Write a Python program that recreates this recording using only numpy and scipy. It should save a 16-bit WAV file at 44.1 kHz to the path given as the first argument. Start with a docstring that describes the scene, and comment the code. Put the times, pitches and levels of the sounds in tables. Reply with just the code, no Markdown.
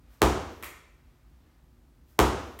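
"""A heavy rubber medicine ball is slammed twice on the floor of a small, live gym and caught each time.
Each slam is a puff of squeezed air, one sharp slap and a short hollow ring; near walls throw it back,
the room booms and rings out. A faint hiss hangs over the rebound. Hands brush the ball as it leaves
and pat it as it returns, clothes rustle, and ventilation hums faintly underneath."""
import sys
import numpy as np
from scipy import signal
from scipy.fft import rfft, irfft, next_fast_len
from scipy.io import wavfile
from scipy.ndimage import map_coordinates

SR = 44100
rng = np.random.default_rng(int(sys.argv[2]) if len(sys.argv) > 2 else 0)


def file_out(sig):
    """Save sig as 16-bit WAV at sys.argv[1]."""
    # one column per channel
    cols = np.atleast_2d(sig).T
    # limit, then scale
    lim = np.clip(cols, -1, 1)
    pcm = np.round(lim * 32767).astype(np.int16)
    wavfile.write(sys.argv[1], SR, pcm)


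N = 114660
T = np.arange(N) / SR
FFT_SIZE = next_fast_len(N + SR)
FREQS = np.fft.rfftfreq(FFT_SIZE, 1 / SR)

# The ball's hits on the floor: start_s, level_db, brightness_db
FLOOR_HITS = [(.2185, 0, 0), (2.1908, 0, .5)]


def slams():
    """Rubber slaps the floor and crackles as it flattens; ring, echoes, tail and boom follow."""
    # Tone of the slap: freq_hz, gain_db
    slap_eq = [(25, -13.5), (60, 21.5), (160, 19.5), (350, 27.5), (600, 22.5), (1100, 20.5), (1800, 11.5),
               (3000, 9.5), (4500, 2), (7000, 1), (12000, -4.5), (16000, -6)]
    lag_cycles, lag_knee_hz = 1.5, 500  # the contact spreads, so lower tones leave later
    crack_db, crack_from_hz = 2.5, 3500  # the straight path keeps more treble
    same_spot_hz = 900  # below this, slams on one spot wake the same tail
    spread = np.exp(-2j * np.pi * lag_cycles * np.log(1 + FREQS / lag_knee_hz))
    slap = causal(along(slap_eq, FREQS)) * spread
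    direct = amp(crack_db * FREQS ** 2 / (FREQS ** 2 + crack_from_hz ** 2))
    walls = wall_echoes()
    body = hollow_ring() + room_boom()
    crossover = np.arctan((FREQS / same_spot_hz) ** 2)
    lows, highs = np.cos(crossover), np.sin(crossover)
    shared_tail = room_tail()
    mix = 0
    for start_s, level_db, brightness_db in FLOOR_HITS:
        crackle = amp(-5.5) * rfft(burst(decay_s=.0026), FFT_SIZE) * highs
        tail = lows * shared_tail + highs * room_tail()
        hit = slap * (direct + crackle + walls + tail) + body
        mix += amp(level_db + brightness_db * highs ** 2) * delay(start_s) * hit
    return irfft(mix, FFT_SIZE)[:N]


def hollow_ring():
    """Spectrum of ball and floor ringing briefly after the blow."""
    # Resonances: pitch_hz, relative_db, t60_s
    ring_modes = [(252, -31, .6), (303, -25, .6), (322, -25, .35), (350, -31, .7), (371, -25, .55),
                  (434, -21, .3), (458, -25, .25), (524, -30, .45), (586, -30, .45), (703, -26, .4),
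                  (760, -30, .5), (781, -29, .55), (894, -26, .45), (968, -28, .55), (1033, -30, .35),
                  (1092, -29, .45), (1226, -31, .45), (1266, -32, .45)]
    return amp(-2) * ringing(ring_modes, rise_s=.0059)


def air_puffs():
    """Air escapes ever faster from under the ball, peaking just before it lands."""
    # Tone of the puff: freq_hz, gain_db
    puff_eq = [(50, -9.5), (400, 0), (1200, -1), (2500, -25), (6000, -39.5), (16000, -49.5)]
    lead_s, slope_s = .0008, .0018
    envelope = sum(amp(level_db - 29) * np.exp(-abs(T - start_s + lead_s) / slope_s)
                   for start_s, level_db, _ in FLOOR_HITS)
    return noise(puff_eq) * envelope


def catches():
    """Palms and fingers land one after another, each a short burst coloured by the cupped hand."""
    # Hands meeting the ball: start_s, level_db, decay_s, tilt_db_per_octave
    pats = [(0.6258, -6, 0.0036, 0), (0.6336, -2, 0.0042, -1), (0.6417, -6.5, 0.0062, 2),
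            (2.5898, -11.5, 0.0046, 2), (2.5935, -7.5, 0.0096, 0)]
    # Tone of a pat: freq_hz, gain_db
    pat_eq = [(60, -13), (170, -9), (330, -3), (700, -5), (1300, -1), (1650, -3), (1950, 1.5), (2300, 2.5),
              (2700, -6), (3300, -6), (4300, -16), (6500, -16), (8500, -11), (10200, -15), (11500, -11),
              (15500, -15)]
    tilt_knee_hz = 2055
    octaves = np.log2(1 + FREQS / tilt_knee_hz)
    mix = np.zeros(N)
    for start_s, level_db, decay_s, tilt in pats:
        colour = causal(along(pat_eq, FREQS) + tilt * octaves)
        room = 1 + amp(-1) * room_tail(t60_scale=.93)  # a light pat dies a little sooner than a slam
        mix += amp(level_db) * filtered(burst(decay_s), colour * delay(start_s) * room)
    return mix


def wall_echoes():
    """Response of ceiling and near walls: quick, slightly dulled reflections."""
    # First echoes: delay_s, level_db
    echoes = [(.0066, -8), (.0092, -3), (.0114, -15), (.0162, -10), (.0195, -15)]
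    dull_hz = 14000
    return sum(amp(db) * delay(delay_s) for delay_s, db in echoes) / (1 + 1j * FREQS / dull_hz)


def room_boom():
    """Spectrum of the low standing waves that build between the walls."""
    # Room modes: pitch_hz, level_db, t60_s
    boom_modes = [(60.7, -12, 0.31), (53, -25.5, .45), (64.3, -25.5, 0.51), (72, -29.5, 0.98),
                  (76, -34, .6), (92.1, -28.5, 0.79), (110.7, -31.5, 0.24), (129.4, -27.5, .5)]
    return ringing(boom_modes, rise_s=.022) * delay(.002)


def room_tail(t60_scale=1):
    """Response of one diffuse tail; every frequency dies at its own speed."""
    # Reverb time of a slam: freq_hz, t60_s
    decay_times = [(60, .62), (150, 0.77), (350, 0.87), (900, 0.78), (2400, 0.81), (6000, 0.76),
                   (10000, .52), (15000, 0.3)]
    # Tone of the tail: freq_hz, gain_db
    tail_eq = [(40, -11), (100, -7), (170, 0), (270, -0.5), (400, -1), (800, 0.5), (1300, 2.5), (2500, -1),
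               (6000, 3), (10000, 1), (15000, -0.5)]
    gap_s, build_s = .005, .0043
    early_db, early_s = -6.5, .052  # denser scatter at the start of the tail
    hz, t, bands = signal.stft(rng.standard_normal(N), SR, nperseg=256)
    t60_s = t60_scale * along(decay_times, hz)[:, None]
    wash = signal.istft(bands * amp(-60 * t / t60_s), SR)[1][:N]
    attack = 1 - np.exp(-np.maximum(T - gap_s, 0) / build_s)
    early_lift = 1 + amp(early_db) * np.exp(-T / early_s)
    tail = wash * attack * early_lift
    return rfft(tail / np.linalg.norm(tail), FFT_SIZE) * amp(along(tail_eq, FREQS))


def rebound_hiss():
    """A faint high hiss holds while the ball flies back up, then fades."""
    # Tone of the hiss: freq_hz, gain_db
    hiss_eq = [(3000, -30.5), (7000, -6.5), (10500, -1), (12000, -1), (16000, -3.5)]
    hold_s, fade_s = .41, .04
    envelope = sum((T > start_s) * np.exp(-np.maximum(T - start_s - hold_s, 0) / fade_s)
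                   for start_s, _, _ in FLOOR_HITS)
    return amp(-69.5) * envelope * noise(hiss_eq)


def hand_brushes():
    """Skin slides on rubber as the ball leaves the hands."""
    # Releases: peak_s, level_db, half_width_s
    releases = [(0.134, -68.5, 0.029), (2.105, -69, 0.025)]
    # Tone of skin on rubber: freq_hz, gain_db
    skin_eq = [(200, -8), (1500, 2), (4000, -1), (9000, -2), (14000, 1), (16000, -2)]
    return rubbing(releases, skin_eq)


def clothes_rustle():
    """Cloth rubs during the throw and the lift."""
    # Movements: peak_s, level_db, half_width_s
    moves = [(.12, -69.5, 0.075), (1.1, -77, 0.14), (1.47, -75.5, 0.1)]
    # Tone of the cloth: freq_hz, gain_db
    cloth_eq = [(100, 0.5), (500, 3.5), (1500, 3), (3000, -2.5), (5500, -11), (8000, -21), (16000, -25)]
    return rubbing(moves, cloth_eq)


def ventilation():
    """A steady bed of air noise with a few wavering hum lines."""
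    # Tone of the moving air: freq_hz, gain_db
    air_eq = [(12, -51), (20, -27.5), (30, -9), (55, 2.5), (81, -12.5), (150, -16), (204, -22),
              (241, -18.5), (319, -21), (357, -28), (459, -29.5), (1260, -34), (1570, -37), (2670, -41.5),
              (16000, -50)]
    # Hum lines: pitch_hz, level_db
    hum_lines = [(53.8, -66.5), (75, -72), (119, -78), (144, -74.5), (241, -74), (359, -79)]
    waver_depth, knots_per_s = .83, 14
    hum = 0
    for pitch_hz, level_db in hum_lines:
        waver = 1 + waver_depth * (wobble(knots_per_s) + 1j * wobble(knots_per_s))
        hum += amp(level_db) * unit(np.real(waver * np.exp(2j * np.pi * pitch_hz * T)))
    return hum + amp(-56) * noise(air_eq)


def rubbing(strokes, eq):
    """Bell-shaped swells of friction noise with their room tail."""
    swells = sum(amp(db) * np.exp(-.5 * ((T - peak_s) / half_s) ** 2) for peak_s, db, half_s in strokes)
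    return filtered(noise(eq) * swells, 1 + amp(-1.5) * room_tail())


def ringing(modes, rise_s):
    """Spectrum of damped sines that swell in together."""
    swell = 1 - np.exp(-(T / rise_s) ** 2)
    tones = sum(amp(db - 60 * T / t60_s) * np.sin(2 * np.pi * hz * T) for hz, db, t60_s in modes)
    return rfft(swell * tones, FFT_SIZE)


def burst(decay_s, rise_s=.00023):
    """A short noise burst of energy 1."""
    x = rng.standard_normal(N) * (1 - np.exp(-T / rise_s)) * np.exp(-T / decay_s)
    return x / np.linalg.norm(x)


def noise(eq):
    """Coloured noise of rms 1."""
    return unit(filtered(rng.standard_normal(N), amp(along(eq, FREQS))))


def wobble(knots_per_s):
    """A smooth random curve."""
    return map_coordinates(rng.standard_normal(256), [T * knots_per_s], mode="wrap")


def causal(gain_db):
    """Minimum-phase response with the given gain per frequency."""
    cepstrum = irfft(gain_db * np.log(10) / 20, FFT_SIZE)
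    cepstrum[1:FFT_SIZE // 2] *= 2
    cepstrum[FFT_SIZE // 2 + 1:] = 0
    return np.exp(rfft(cepstrum))


def delay(seconds):
    """Response of a plain delay."""
    return np.exp(-2j * np.pi * FREQS * seconds)


def filtered(x, response):
    """Apply a frequency response."""
    return irfft(rfft(x, FFT_SIZE) * response, FFT_SIZE)[:N]


def along(points, hz):
    """Read a curve of (freq_hz, value) points on a log frequency axis."""
    freqs, values = np.transpose(points)
    return np.interp(np.log(hz + 1), np.log(freqs + 1), values)


def amp(db):
    """Decibels to gain."""
    return 10 ** (np.asarray(db) / 20)


def unit(x):
    """Scale to rms 1."""
    return x / np.sqrt(np.mean(x ** 2) + 1e-20)


def scene():
    """Ball, thrower and ventilation, heard in mono from across the room."""
    ball = slams() + air_puffs() + rebound_hiss() + catches()
    return (ball + hand_brushes() + clothes_rustle() + ventilation())[None]


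def record(dry):
    """The microphone drops the deepest bass, colours the treble and cuts the very top."""
    # Tone of the microphone: freq_hz, gain_db
    mic_eq = [(30, -0.5), (9500, -1.5), (10700, -2), (12000, 1.5), (16000, 0.5)]
    low_cut_hz, high_cut_hz = 47, 15900
    thinned = signal.sosfilt(signal.butter(4, low_cut_hz, "high", fs=SR, output="sos"), dry)
    high_cut = 1 / np.sqrt(1 + (FREQS / high_cut_hz) ** 160)
    return np.array([filtered(channel, amp(along(mic_eq, FREQS)) * high_cut) for channel in thinned])


dry = scene()
out = record(dry)
file_out(out)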